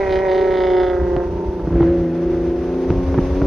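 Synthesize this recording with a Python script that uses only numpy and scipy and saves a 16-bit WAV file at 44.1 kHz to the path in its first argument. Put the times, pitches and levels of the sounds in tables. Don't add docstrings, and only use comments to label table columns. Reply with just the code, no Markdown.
import sys
import numpy as np
from scipy import signal
from scipy.io import wavfile

SR = 44100
rng = np.random.default_rng(int(sys.argv[2]) if len(sys.argv) > 2 else 0)


def waveform_to_disk(signal):
    frames = np.transpose(np.atleast_2d(signal))
    scaled = np.clip(frames, -1, 1) * 32767
    samples = np.round(scaled).astype(np.int16)
    wavfile.write(sys.argv[1], SR, samples)


def nominal_scale(level):
    x = np.asarray(level, float) / 20
    return 10 ** x


N = 152586

# [f/Hz, left minus right level/dB]
LEAN = [(60, -7), (150, -2), (380, -1), (960, -3.5), (2410, -4.5), (6060, 2)]


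def rms_one(x):
    return x / np.sqrt(np.mean(x ** 2) + 1e-20)


def in_time(rows):
    s, *columns = np.transpose(rows)
    return [np.interp(np.arange(N) / SR, s, column) for column in columns]


def at_hz(points, hz):
    f_hz, value = np.transpose(points)
    return np.interp(np.log(hz), np.log(f_hz), value)


def drift(rate_hz):
    r = np.exp(-80 * np.pi * rate_hz / SR)
    slow = signal.lfilter([1], [1, -2 * r, r * r], rng.standard_normal(N // 40 + 2002))[2000:]
    return np.interp(np.arange(N) / 40, np.arange(len(slow)), rms_one(slow))


def resonance(x, hz, width_hz):
    r = np.exp(-np.pi * width_hz / SR)
    b = [(1 - r * r) / 2, 0, (r * r - 1) / 2]
    a = [1, -2 * r * np.cos(2 * np.pi * hz / SR), r * r]
    return signal.lfilter(b, a, x + 1e-18)


def aside(facing):
    fade = 1.1
    return np.clip(1 - fade * facing, -.3, 1) * np.array([[.5], [-.5]])


def banded_noise(spectrum, patchy_db, rate_hz):
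    # [f/Hz, correlation/1]
    likeness = [(40, 1), (200, 0.98), (700, 0.63), (2000, 0.94), (5000, 0.077), (12000, 0.15)]
    out, together = 0, drift(rate_hz)
    low_hz, high_hz = spectrum[0][0], spectrum[-1][0]
    edges = low_hz * 2 ** np.arange(0, np.log2(high_hz / low_hz) + .3, .4)
    white = rng.standard_normal((2, 2, N))
    for k, (low, high) in enumerate(zip(edges, edges[1:])):
        band = signal.butter(2, [low, min(high, .45 * SR)], "band", fs=SR, output="sos")
        mid, side = signal.sosfilt(band, white[k % 2])
        hz = np.sqrt(low * high)
        alike = np.clip(at_hz(likeness, hz), -1, 1)
        flicker_db = patchy_db * (1.1 * together + 0.33 * drift(rate_hz))
        stereo = np.sqrt(1 + alike) * mid + np.sqrt(1 - alike) * side * [[1], [-1]]
        out = out + nominal_scale(at_hz(spectrum, hz) + flicker_db) * stereo
    return rms_one(out)


def treble_hiss():
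    # [low f/Hz, high f/Hz, level/dB]
    treble_bands = [(8830, 13100, -0.7), (15200, 15800, -20)]
    level_db, rise_db_per_s, alike = -78, 1, .3
    hiss = 0
    for low_hz, high_hz, db in treble_bands:
        band = signal.butter(8, [low_hz, high_hz], "band", fs=SR, output="sos")
        hiss = hiss + nominal_scale(db) * rms_one(signal.sosfilt(band, rng.standard_normal((2, N))))
    mid, side = hiss
    gain = nominal_scale(level_db + rise_db_per_s * np.arange(N) / SR + .7 * drift(12))
    return gain * (mid + np.sqrt(1 - alike) * side * [[1], [-1]])


def wind():
    # [t/s, level/dB]
    gusts = [(0.0, -29.5), (0.67, -36), (0.99, -26.5), (1.0, -20.5), (1.36, -23.5), (1.42, -44),
             (1.49, -19.5), (1.53, -35), (1.81, -16), (1.95, -26), (2.0, -18.5), (2.06, -33), (2.23, -38),
             (2.26, -23.5), (2.83, -34.5), (2.9, -15.5), (3.41, -19.5), (3.46, -19.5)]
    # [f/Hz, density/dB per Hz]
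    wind_spectrum = [(22, -27.5), (38, -9.5), (56, -1.5), (85, -8), (125, -21.5), (170, -19.5)]
    gust_db, = in_time(gusts)
    return nominal_scale(gust_db - 1.5) * banded_noise(wind_spectrum, patchy_db=1.2, rate_hz=9)


def road():
    # [t/s, level/dB]
    speed = [(0, -31), (1.5, -39), (1.8, -38.5), (2.6, -35), (3.46, -30.5)]
    # [f/Hz, density/dB per Hz]
    road_spectrum = [(130, -20), (250, -10.5), (500, -10), (970, -19), (2000, -28.5), (4000, -37.5),
                     (6000, -38), (6900, -44.5)]
    speed_db, = in_time(speed)
    return nominal_scale(speed_db) * banded_noise(road_spectrum, patchy_db=1.0, rate_hz=14)


def pops():
    # [t/s, peak/dB, thud over crack/dB, crack cut f/Hz]
    pop_table = [(1.009, -23, 9, 1782), (1.164, -10.5, 4.5, 5400), (1.594, -24.5, 6, 1195),
                 (1.672, -25.5, 20, 1490), (1.695, -33, 5, 1474), (1.705, -26, 8, 1300),
                 (1.725, -24, 15, 2300), (1.738, -25.5, 19.5, 1200), (1.755, -24, 18, 2100),
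                 (1.805, -12, 14, 2200), (1.821, -17, -3.5, 3400), (1.828, -16.5, 13.5, 2790),
                 (1.84, -22, -5, 1500), (2.9032, -5.5, 6.5, 4990), (2.924, -23.5, 1, 2000),
                 (3.142, -12.5, -11.5, 2890), (3.148, -19.5, 10.5, 2000), (3.177, -19.5, 20, 2056),
                 (3.185, -14, 17, 2000), (3.417, -12.5, 9.5, 2080)]
    thud_hz, thud_t60_s, thud_lag_s = 149.4, 0.034, 0.0006
    crack_cycles, crack_body_hz, crack_dull_hz = 7, 1000, 1500
    out, t = np.zeros(N + SR), np.arange(4000) / SR
    noise = rng.standard_normal((len(pop_table), len(t)))
    body = signal.butter(1, [300, crack_body_hz], "band", fs=SR, output="sos")
    dull = signal.butter(1, crack_dull_hz, fs=SR, output="sos")
    u = np.maximum(t - thud_lag_s, 0)
    thud_env = np.minimum(u * thud_hz * 2, 1) * nominal_scale(-60 * u / thud_t60_s)
    for (s, db, thud_db, cut_hz), n in zip(pop_table, noise):
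        burst = n * np.minimum(t / .0004, 1) * np.exp(-t * cut_hz / crack_cycles)
        burst = burst + 2.2 * (cut_hz / 5000) ** 2 * (np.abs(t - .0012) < .00006)
        cut = signal.butter(5, cut_hz, fs=SR, output="sos")
        crack = signal.sosfilt(np.vstack([body, dull, cut]), burst)
        detune = nominal_scale(np.clip(n[0], -2, 2))
        tone = np.sin(2 * np.pi * thud_hz * u * detune) + 0.84 * np.sin(2 * np.pi * 2.1 * thud_hz * u)
        i = int(s * SR)
        out[i:i + len(t)] += nominal_scale(db) * (crack / np.abs(crack).max() + nominal_scale(thud_db) * thud_env * tone)
    return out[:N] * nominal_scale([[-.6], [.6]])


def roar(turns, level_db, facing):
    roar_db, roar_hz, width_hz, pulse = -26.5, 1360, 790, 0.65
    noise = rng.standard_normal((2, N))
    stereo = noise[0] + 0.44 * noise[1] * [[1], [-1]]
    stream = resonance(resonance(stereo, roar_hz, width_hz), roar_hz, 2 * width_hz)
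    gain = nominal_scale(level_db + roar_db) * np.clip(1.5 * facing - .25, 0, 1)
    return gain * (1 + pulse * np.cos(12 * np.pi * turns)) * rms_one(stream)


def rasp(turns, level_db, facing):
    cylinder_db = [0, -3.5, -4, -3.5, -11, -9]
    cylinder_late = [0, .008, .004, 0, .006, -.006]
    # [f/Hz, width/Hz, level/dB, change as the pipe swings past/dB per s]
    pipe_modes = [(1030, 120, -4.5, 9), (1307, 63, -4.5, 15.5), (1544, 210, 1.5, 3), (1933, 160, 8, -3),
                  (2200, 170, 6.5, -15), (2477, 91, 2.5, -24.5), (3110, 380, -15.5, 1),
                  (3520, 150, -16.5, 12), (3700, 860, -15.5, -7.5), (5080, 450, -23.5, 1),
                  (5170, 530, -23, -17)]
    # [t/s, level/dB]
    flare = [(0, 5.5), (.06, -8.5), (.11, 10), (.19, 4), (.24, -10), (.3, 7.5), (.4, 6.5), (.47, 0.5),
             (.57, 8.5), (.9, 5), (1.0, -16.5), (1.2, -18)]
    rasp_db, loss_db, loss_db_per_octave = -16.5, 10, 35
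    scatter_db, puff_db, puff_s = 1.0, -11.5, .0025
    ground_gain, ground_lag_s, ground_lag_growth = 0.099, 0.000861, 0.00071
    flare_from_hz, sway_db, sway_hz = 2800, 1.5, 4

    k = np.arange(int(turns[-1] * 6))
    at = np.interp(k + np.take(cylinder_late, k % 6), turns * 6, np.arange(N), left=0)
    size = nominal_scale(np.take(cylinder_db, k % 6) + scatter_db * rng.standard_normal(len(k)))
    i = at.astype(int)
    clicks = np.zeros(N)
    clicks[i] = size * (1 - at + i)
    clicks[i + 1] = size * (at - i)
    clicks[:2] = 0

    puffs = signal.lfilter([1], [1, -np.exp(-1 / (puff_s * SR))], clicks) * rng.standard_normal(N)
    puffs = rms_one(np.diff(puffs, n=2, prepend=[0, 0]))
    seconds = np.arange(N) / SR
    echo_at = seconds - ground_lag_s - ground_lag_growth * seconds
    clicks = clicks + ground_gain * np.interp(echo_at, seconds, clicks)
    kick = rms_one(clicks) + nominal_scale(puff_db) * puffs * 8

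    side = aside(facing)
    flare_db, = in_time(flare)
    pipe = 0
    for m, (hz, width_hz, db, turn_db_per_s) in enumerate(pipe_modes):
        mode_db = db + flare_db * (hz > flare_from_hz) + turn_db_per_s * np.minimum(seconds, 1.2)
        mode_db = mode_db + sway_db * drift(sway_hz) + side * at_hz(LEAN, hz)
        mode_db = mode_db - loss_db_per_octave * min(np.log2(hz / 930), 1.5) * facing
        ring = resonance(resonance(kick, hz, width_hz), hz, 2 * width_hz)
        pipe = pipe + (-1) ** m * nominal_scale(mode_db) * ring
    return nominal_scale(level_db + rasp_db - loss_db * np.minimum(facing, 1)) * rms_one(pipe)


def drone(turns, cycle_hz, level_db, boost_db, beat_db, facing):
    tail = [-23, -22, -29.5, -31, -34.5, -22.5, -44.5, -32.5, -25.5, -23.5, -22, 2.13, -6.5, -15, -23,
            -43.5, -38.5, -2, -15.5, -19.5, -42.5, -42, -35, -9, -21, -26.5, -39.5, -52.5, -39, -12.5,
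            -20.5, -27.5, -39, -33.5, -40.5, -45]
    quarter = [-34, -25, -20, -34.5, -43.5, -11.5, -13, -27, -12, -23, -10, -1.5, -1.5, -6, -14.5, -29.5,
               -19.5, -11, -26.5, -19.5, -15, -35, -35.5, -31, -18, -31, -26, -32.5, -37.5, -28, -11.5,
               -17.5, -19, -27.5, -24.5, -40]
    flank = [-45.5, -39.5, -25.5, -32, -37.5, -11, -29.5, -24, -9.5, -28, -14, 1.7, -7.5, -24.5, -17.5, -24,
             -17, -31, -9.5, -19, -27.5, -53, -26.5, -32, -22, -32, -45, -42, -37, -34, -35, -44, -39.5,
             -46.5, -47.5, -41]
    nose = [-17, -26, -17.5, -24.5, -14, -9, -21.5, -10.5, 14.5, -16.5, -26.5, 3.4, -2, -10, 0.5, -17, -5,
            13, -20, -23.5, -8.5, -35, -35, -22.5, -11.5, -24, -21, -24, -30.5, -17, -3.5, -20.5, -25.5,
            -32, -28.5, -5]
    # [f/Hz, left lead/rad]
    lead = [(60, -0.32), (260, -0.42), (780, -0.56), (1200, -3.7), (2700, 1.2), (3300, .01)]
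    low_orders = 8
    surge_db = -18.5
    wobble_db, wobble_rad = 1.5, 0.16
    pipe_lag_turns = 0.39
    skew_turns = 0.16
    out, side, free = 0, aside(facing), rng.random(len(tail))
    for k, heard_db in enumerate(zip(tail, quarter, flank, nose), 1):
        db = level_db if k == 12 else np.minimum(level_db, surge_db)
        db = db + np.interp(facing, [0, .5, 1, 2], heard_db) + boost_db * (k < low_orders)
        if k == 13:
            db = beat_db
        hz = k * cycle_hz.mean()
        lag = pipe_lag_turns * k if k % 6 == 0 or k == 13 else free[k - 1]
        phase = 2 * np.pi * (k * turns - lag - skew_turns * (k in (18, 30))) + wobble_rad * drift(12.0)
        gain = np.sqrt(2) * nominal_scale(db + wobble_db * drift(4.7) + side * at_hz(LEAN, hz))
        out = out + gain * np.cos(phase + side * at_hz(lead, hz))
    return out


def scene():
    # [t/s, four-stroke cycle f/Hz, twelfth order level/dB, low-order throttle boost/dB,
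    # thirteenth order (beat between the banks) level/dB]
    engine = [(0, 32.74, -21.5, 6.3, -38), (0.05, 32.12, -23.5, 9, -43.5), (0.1, 31.66, -21, 3.3, -39),
              (0.15, 31.42, -19, 4.9, -40.5), (0.22, 31.9, -21.5, 4.9, -28.5), (0.3, 31.22, -19.5, 1, -35),
              (0.4, 31.35, -20, 1, -25), (0.5, 31.07, -21, 3, -24.5), (0.6, 30.86, -19.5, 2.7, -28.5),
              (0.7, 30.59, -20.5, 1.9, -24), (0.8, 30.51, -19.5, 4.7, -25), (0.9, 30.2, -22.5, 3, -26.5),
              (1, 29.77, -23.5, 3, -23.5), (1.1, 29.47, -24, 4.8, -26.5), (1.2, 29.47, -22.5, 5.5, -26.5),
              (1.3, 28.8, -27.5, 3.5, -30), (1.4, 28.93, -26.5, 2.7, -31.5),
              (1.5, 28.68, -29.5, 4.1, -26.5), (1.6, 28.38, -28, 2.4, -30), (1.67, 27.7, -28, 2.1, -46.5),
              (1.73, 28.54, -22, 8.1, -43.5), (1.8, 28.15, -15, 6, -38), (1.86, 28.06, -14, 9, -30),
              (1.93, 28.77, -18, 3, -39.5), (2, 28.54, -22, 6.9, -30.5), (2.1, 27.65, -21.5, 5.9, -29),
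              (2.2, 28.56, -22, 6.3, -32), (2.3, 28.24, -23, 1, -25), (2.45, 28.5, -22.5, 3, -27),
              (2.6, 28.55, -25, 1, -27), (2.75, 29.1, -26.5, 4.4, -26.5), (2.87, 29.13, -27.5, 3, -26.5),
              (2.95, 29.74, -27.5, 3.7, -30), (3.05, 29.77, -31, 6.4, -40), (3.15, 29.92, -31, 1.1, -28.5),
              (3.25, 30.12, -31, 3, -44), (3.35, 30.82, -32, 7.4, -39), (3.459, 31.47, -25.5, 4.1, -46)]
    # [t/s, 0 tail 1 flank 2 nose]
    facing_table = [(0, .01), (.92, 0.015), (1.03, 0.15), (1.22, 0.16), (1.33, .48), (1.65, 0.55),
                    (1.8, 0.98), (2.05, 1.0), (2.5, 1.14), (2.85, 1.515), (3.1, 1.68), (3.46, 1.637)]
    cycle_hz, level_db, boost_db, beat_db = in_time(engine)
    facing = np.clip(in_time(facing_table)[0], 0, 2)
    turns = 1 + np.cumsum(cycle_hz) / SR
    background = treble_hiss() + wind() + road()
    exhaust = pops() + roar(turns, level_db, facing) + rasp(turns, level_db, facing)
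    return background + exhaust + drone(turns, cycle_hz, level_db, boost_db, beat_db, facing)


def low_pass(x):
    return signal.sosfilt(signal.butter(12, 15790, fs=SR, output="sos"), x)


def record(dry):
    rounded = .95 * np.tanh(dry / .95)
    notch = signal.cheby2(10, 50, [6900, 8400], "bandstop", fs=SR, output="sos")
    return low_pass(signal.sosfilt(notch, rounded))


dry = scene()
out = record(dry)
waveform_to_disk(out)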